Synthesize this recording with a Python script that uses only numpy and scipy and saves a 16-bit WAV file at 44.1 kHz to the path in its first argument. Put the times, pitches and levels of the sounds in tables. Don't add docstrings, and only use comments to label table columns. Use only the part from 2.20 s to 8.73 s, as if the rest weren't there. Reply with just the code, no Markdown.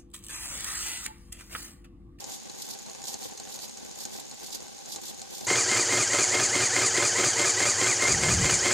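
import sys
import numpy as np
from scipy import signal
from scipy.io import wavfile

SR = 44100
rng = np.random.default_rng(int(sys.argv[2]) if len(sys.argv) > 2 else 0)


def wav_record(signal):
    frames = np.transpose(np.atleast_2d(signal))
    bounded = np.clip(frames, -1, 1)
    quanta = np.round(bounded * 32767).astype(np.int16)
    wavfile.write(sys.argv[1], SR, quanta)


N = 287972
TIME = np.arange(N) / SR

CUT_S = 3.267
EDGE_HZ, SLOW_EDGE_HZ = 15720, 14250
SLOW_START_S, SLOW_CYCLE_S = -.09, .914
FIRST_TURN_S, TURN_S = 3.2747, .21011


def amp(db):
    return 10 ** (np.asarray(db) / 20)


def evened(x):
    return x / np.sqrt(np.mean(x ** 2) + 1e-20)


def add(mix, s, sound):
    part = mix[max(round(s * SR), 0):][:len(sound)]
    part += sound[:len(part)]


def noise():
    return rng.standard_normal(N)


def wander(per_s):
    return evened(np.interp(TIME * per_s, np.arange(N), noise()))


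def body(outline, modes=()):
    hz = np.abs(np.fft.fftfreq(8192, 1 / SR))
    f, db = np.transpose(outline)
    db = np.interp(np.log(hz + 1), np.log(f), db)
    for centre, width, lift in modes:
        db = db + lift / (1 + (2 * (hz - centre) / width) ** 2)
    spectrum = np.exp(np.conj(signal.hilbert(np.log(amp(db)))))
    ring = np.fft.ifft(spectrum).real[:len(hz) // 2]
    return ring / np.linalg.norm(ring)


def through(x, outline, modes=()):
    return signal.oaconvolve(x, body(outline, modes))[:N]


def rattle(per_s, spread_db, smooth):
    signs = (rng.random(N) < per_s / SR) * rng.choice([-1, 1], N)
    hits = signs * amp(spread_db * np.minimum(rng.exponential(1, N), 3))
    return evened(evened(hits) + smooth * noise())


def low_pass(x, hz):
    taps = signal.firwin(511, hz, window=("kaiser", 9), fs=SR)
    return signal.oaconvolve(x, taps[None], "same")


def room(x, wet_db, t60):
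    t = TIME[:SR // 2]
    present = (rng.random(len(t)) < .06) * (t > .002)
    taps = rng.standard_normal(len(t)) * present * np.exp(-np.log(1000) * t / t60)
    return x + amp(wet_db) * signal.oaconvolve(x, taps / np.linalg.norm(taps))[:N]


def puff_envelopes():
    # (time into the cycle [s], length [s], relative rush level [dB], relative edge level [dB])
    puffs = [(.003, 0.14, -44, -46.5), (0.146, 0.14, -43, -50.5), (0.434, 0.15, -44, -49.5),
             (0.565, 0.087, -42.5, -41.5)]
    rush, edge = np.zeros(N), np.zeros(N)
    cycle_time = (TIME - SLOW_START_S) % SLOW_CYCLE_S
    for start, length, rush_db, edge_db in puffs:
        opening = np.sin(np.pi * np.clip((cycle_time - start) / length, 0, 1))
        rush += amp(rush_db) * opening
        edge += amp(edge_db) * opening ** 2
    return rush, edge


def valve(rush, edge):
    # (frequency [Hz], relative level [dB])
    rush_colour = [(300, -27), (2500, -15), (3400, 1.5), (5000, -0.5), (7000, 6.5), (9000, -2.5),
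                   (11500, -3.5), (13500, -3), (15000, -2)]
    edge_colour = [(1000, -39), (3000, -18), (4100, 2), (4900, 4), (6000, -0.5), (8000, -9.5), (14000, -8)]
    air_colour = [(30, -11), (200, -27), (1000, -5), (2700, -2), (4200, 5.5), (6600, 6.5), (9000, -1.5),
                  (12000, -14), (15000, -15)]
    flutter = amp(3.5 * wander(180))
    sides = []
    for side_db in (-3, 2.5):
        puff = rush * through(noise(), rush_colour)
        puff += amp(side_db) * edge * through(noise(), edge_colour)
        sides.append(flutter * puff + amp(-49.0) * through(noise(), air_colour))
    return np.array(sides)


def stray_strikes():
    per_s, level_db, spread_db, knock_db = 5.7, -32.5, 5, -12.5
    gap, size = rng.random((2, 40))
    times = np.cumsum(gap + .5) / per_s
    return [(s, level_db + spread_db * (2 * u - 1), knock_db) for s, u in zip(times, size) if s < CUT_S]


def pin_strikes(strikes, tick_db=-4, knock_db=-9, chatter_decay=0.016, chatter=0.2,
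                knock_decay=0.01, contact_s=0.00085):
    ticks, knocks, t = np.zeros(N), np.zeros(N), TIME[:SR // 20]
    contact = t / contact_s
    tick_shape = contact * np.exp(1 - contact) + chatter * np.exp(-t / chatter_decay)
    knock_shape = np.exp(-t / knock_decay)
    for s, db, frame_db in strikes:
        a, b = rng.standard_normal((2, len(t)))
        add(ticks, s + 0.00044, amp(db + tick_db) * np.tanh(a) * tick_shape)
        add(knocks, s + 0.00073, amp(db + min(frame_db, 0) + knock_db) * b * knock_shape)
    return ticks, knocks


def loose_pins(per_s=150, spread_db=5, pitch_hz=6700, scatter=0.058, decay=0.00053, scrape=0.32):
    taps, t = np.zeros(N), TIME[:SR // 150]
    gaps, sizes, pitches, turns = rng.random((4, 1500))
    grit = rng.standard_normal((len(gaps), len(t)))
    times = np.cumsum(gaps * 2 / per_s)
    for s, size, pitch, turn, rough in zip(times, sizes, pitches, turns, grit):
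        hz = pitch_hz * (1 + scatter * (2 * pitch - 1))
        ring = np.sin(2 * np.pi * (hz * t + turn)) + scrape * rough
        add(taps, s, amp(spread_db * 3 * size ** 2) * ring * t / decay * np.exp(-t / decay))
    return evened(taps)


def slow_engine():
    # (time [s], relative level [dB], frame knock relative to the tick [dB])
    loud_strikes = [(0.0412, -25.5, -13.5), (0.2963, -30.5, -9), (0.4784, -35, -3), (0.5876, -32, -25),
                    (0.6624, -30, -23), (0.7477, -31.5, -5.5), (0.8173, -31, -11), (0.839, -26, -11),
                    (0.8754, -27.5, -13.5), (0.9408, -20.5, -13.5), (1.0284, -26.5, -16), (1.175, -29, -14),
                    (1.1979, -26, -9), (1.3887, -28, -8.5), (1.494, -29.5, -11.5), (1.5708, -32, -9),
                    (1.852, -23, -11.5), (2.2618, -31, -17), (2.3048, -31, -16), (2.4037, -32, -25),
                    (2.4808, -34, -19), (2.6574, -30.5, -12), (2.7596, -20.5, -13.5), (2.9442, -34, -14),
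                    (2.993, -32, -21), (3.016, -24.5, -14), (3.2081, -27.5, -15)]
    # (frequency [Hz], relative level [dB])
    pin = [(300, -33), (1500, -19), (3000, -19), (4200, -1), (5500, -2), (7300, 2), (9000, -5.5),
           (12000, -24), (15000, -31)]
    bounce_outline = [(30, -20), (80, -1.5), (150, -5.5), (300, -6), (550, -4.5), (1000, -0.5),
                      (1300, -10.5), (2500, -8), (4000, -9.5), (9000, -35)]
    rock_outline = [(30, -28), (60, -9), (100, -2.5), (170, -2.5), (350, -0.5), (650, -6.5), (850, -10),
                    (1200, -20.5), (2500, -17.5), (6000, -23.5)]
    # (centre [Hz], width [Hz], lift [dB])
    pin_modes = [(4250, 350, 7.1), (6585, 260, 11.6)]
    bounce_modes = [(240, 32, 1.7), (390, 95, 4.2), (520, 54, 7), (785, 83, 13.5), (910, 45, 4.8),
                    (1530, 52, 12.6)]
    rock_modes = [(228.6, 46, 5.2), (453, 68, 4.2), (534, 34, 3.5), (830, 72, 3.5)]

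    rush, edge = puff_envelopes()
    rattle_gain = (1 + 0.52 * rush / rush.max()) * amp(2 * wander(70))
    strikes = list(loud_strikes) + stray_strikes()
    ticks, knocks = pin_strikes(strikes)
    taps = amp(-52) * loose_pins()
    pins = np.array([through(ticks, pin, pin_modes) + taps + amp(-59.5) * loose_pins() for _ in range(2)])
    bounce_drive = knocks + amp(-56.5) * rattle_gain * rattle(300, 3.1, 0.37)
    bounce = through(bounce_drive, bounce_outline, bounce_modes)
    side_knocks = pin_strikes(strikes)[1]
    rock_drive = amp(4.5) * side_knocks + amp(-48.5) * rattle_gain * rattle(300, 1.8, 0.75)
    rock = through(rock_drive, rock_outline, rock_modes)
    sound = valve(rush, edge) + pins + bounce + np.array([rock, -rock])
    return low_pass(np.array([room(side, wet_db=-7.5, t60=0.039) for side in sound]), SLOW_EDGE_HZ)


def surges(angle, shares, widths, levels_db):
    away = (angle[:, None] - shares + .5) % 1 - .5
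    return np.sqrt(np.exp(-(away / widths) ** 2) @ amp(levels_db) ** 2)


def gears(mesh_hz, octaves):
    # (multiple of the mesh rate, relative level [dB])
    mesh = [(1, -8.5), (2, 0.5), (3, -11), (4, -7.5), (5, -13), (6, -7.5), (7, 1.5), (8, 2)]
    # (frequency [Hz], relative level [dB])
    case = [(500, 8), (1500, -2), (2100, 4.5), (2500, -3), (3600, -6), (5500, -1.5), (7000, 3), (8200, -4),
            (9500, -18), (12000, -24)]
    # (centre [Hz], width [Hz], lift [dB])
    case_modes = [(1242, 76, 10), (3040, 540, 11), (4790, 640, 8.6)]
    play = .018 + 0.0397 * np.maximum(-octaves, 0)
    rate = mesh_hz * (1 + .005 * wander(25) + play * wander(900))
    teeth = np.cumsum(rate) / SR
    whine = np.zeros(N)
    for multiple, db in mesh:
        phase = 2 * np.pi * (round(multiple) * teeth + rng.random())
        whine += amp(db + 3.2 * wander(170)) * np.cos(phase)
    return evened(through(whine, case, case_modes))


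def linkage(starts, crack=0.47, uneven_db=2.16, jitter_s=.0005):
    # (share of the turn, relative level [dB], mean pitch [Hz], decay [s])
    turn_blows = [(.137, -15.5, 2030, 0.0014), (0.141, -18.5, 3330, 0.0028), (.175, -19.5, 383, 0.002),
                  (.207, -24.5, 1890, .001), (.378, -20, 1620, 0.0015), (0.386, -16.5, 3200, 0.0026),
                  (.403, -19, 1650, 0.0015), (.422, -30, 700, .002), (.52, -26.5, 356, 0.0028),
                  (0.881, -30, 437, 0.0013), (0.986, -29, 485, 0.0032)]
    blows, t = np.zeros(N), TIME[:SR // 30]
    for start in starts:
        for share, db, hz, decay in turn_blows:
            late, size, pitch = rng.standard_normal(3)
            tone = np.sin(2 * np.pi * hz * (1 + .05 * pitch) * t)
            blow = (tone + crack * rng.standard_normal(len(t))) * np.exp(-t / decay)
            add(blows, start + share * TURN_S + jitter_s * late, amp(db + uneven_db * size) * blow)
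    return blows


def throb(octaves):
    usual_hz, hz_per_octave = 113.7, 27
    cycles = np.cumsum((usual_hz + hz_per_octave * octaves) * (1 + .03 * wander(40))) / SR
    return amp(0.91 * wander(20)) * np.sin(2 * np.pi * cycles)


def fast_machine():
    # (share of the turn, mean mesh rate [Hz])
    speed = [(0, 952.5), (.11, 1073), (.17, 1047), (.39, 1048), (.45, 1187), (.53, 1228), (.6, 1177),
             (.76, 866), (.88, 747.2), (1, 951.2)]
    # (share of the turn, half width [share of the turn],
    # relative whine level [dB], relative rattle level [dB], relative throb level [dB])
    pushes = [(.06, 0.067, -32, -35, -41.5), (.18, 0.05, -39, -26.5, -52), (.27, 0.058, -29, -31.5, -43),
              (.41, .045, -52, -27.5, -37.5), (.53, .04, -28, -33, -36.5), (.86, 0.059, -35, -38, -43)]
    # (share of the turn, half width [share of the turn], relative hiss level [dB])
    exhausts = [(.15, 0.039, -32), (.46, .04, -28.5), (.62, .075, -25)]
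    # (frequency [Hz], relative level [dB])
    chassis = [(30, -33), (62, -30), (90, -3.5), (170, -6), (330, -2.5), (750, 0.5), (950, -1.5),
               (1500, 1.5), (2200, 1), (2750, -4), (3700, -6.5), (4700, -3), (7000, -5.5), (11000, -25)]
    leak_colour = [(1000, -31), (3700, -21), (4600, -4), (5500, -12), (6300, -0.5), (7050, 1.5), (7700, -4),
                   (8700, -13), (9350, -9), (10000, -21), (11000, -27), (12500, -43), (16000, -45)]
    # (centre [Hz], width [Hz], lift [dB])
    chassis_modes = [(216, 21, 7.5), (294.6, 28, 8), (378.4, 55, 12.5), (421, 12, -11.5), (459, 19, 9),
                     (570, 56, 7), (734, 51, 4.5), (1262, 58, 3.5)]

    starts = np.arange(FIRST_TURN_S, N / SR, TURN_S)
    angle = (TIME - FIRST_TURN_S) / TURN_S % 1
    mesh_hz = np.interp(angle, *np.transpose(speed))
    octaves = np.log2(mesh_hz / 1050)
    share, width, whine_db, rattle_db, throb_db = np.transpose(pushes)
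    whine = np.hypot(amp(-33 + 3 * octaves), surges(angle, share, width, whine_db))
    shake = np.hypot(amp(-33.5 + 11 * octaves), surges(angle, share, width, rattle_db))
    hiss = np.hypot(amp(-29 + 3.5 * octaves), surges(angle, *np.transpose(exhausts)))
    flaws = rattle(900, 3.6, 0.65)[(angle * TURN_S * SR).astype(int)]
    shaking = shake * (0.78 * rattle(1100, 3.8, 0.74) + 0.57 * flaws)
    clatter = through(shaking + amp(-8.5) * linkage(starts), chassis, chassis_modes)
    leak = hiss * amp(1.0 * wander(300)) * through(rattle(2500, 2.9, 1.0), leak_colour)
    flex = surges(angle, share, width, throb_db) * throb(octaves)
    return room(whine * gears(mesh_hz, octaves) + clatter + leak, wet_db=-12, t60=0.19) + flex


def buffeting():
    # (time [s], level [dB])
    gusts = [(5.84, -49), (5.934, -33), (5.974, -38), (6.15, -28.5), (6.264, -29.5), (6.292, -51),
             (6.338, -32), (6.386, -44), (6.52, -48)]
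    # (frequency [Hz], relative level [dB])
    gust_colour = [(20, -35), (45, -13), (80, -1), (160, 0), (240, -11.5), (400, -24.5), (1500, -51)]
    s, db = np.transpose(gusts)
    gain = amp(np.interp(TIME, s, db, left=-120))
    return gain * evened(np.tanh(through(noise(), gust_colour)))


def scene():
    switch = np.clip((TIME - CUT_S) / .002, 0, 1)
    return (1 - switch) * slow_engine() + switch * (fast_machine() + buffeting())


def record(dry):
    return low_pass(dry, EDGE_HZ)


dry = scene()
out = record(dry)
wav_record(out)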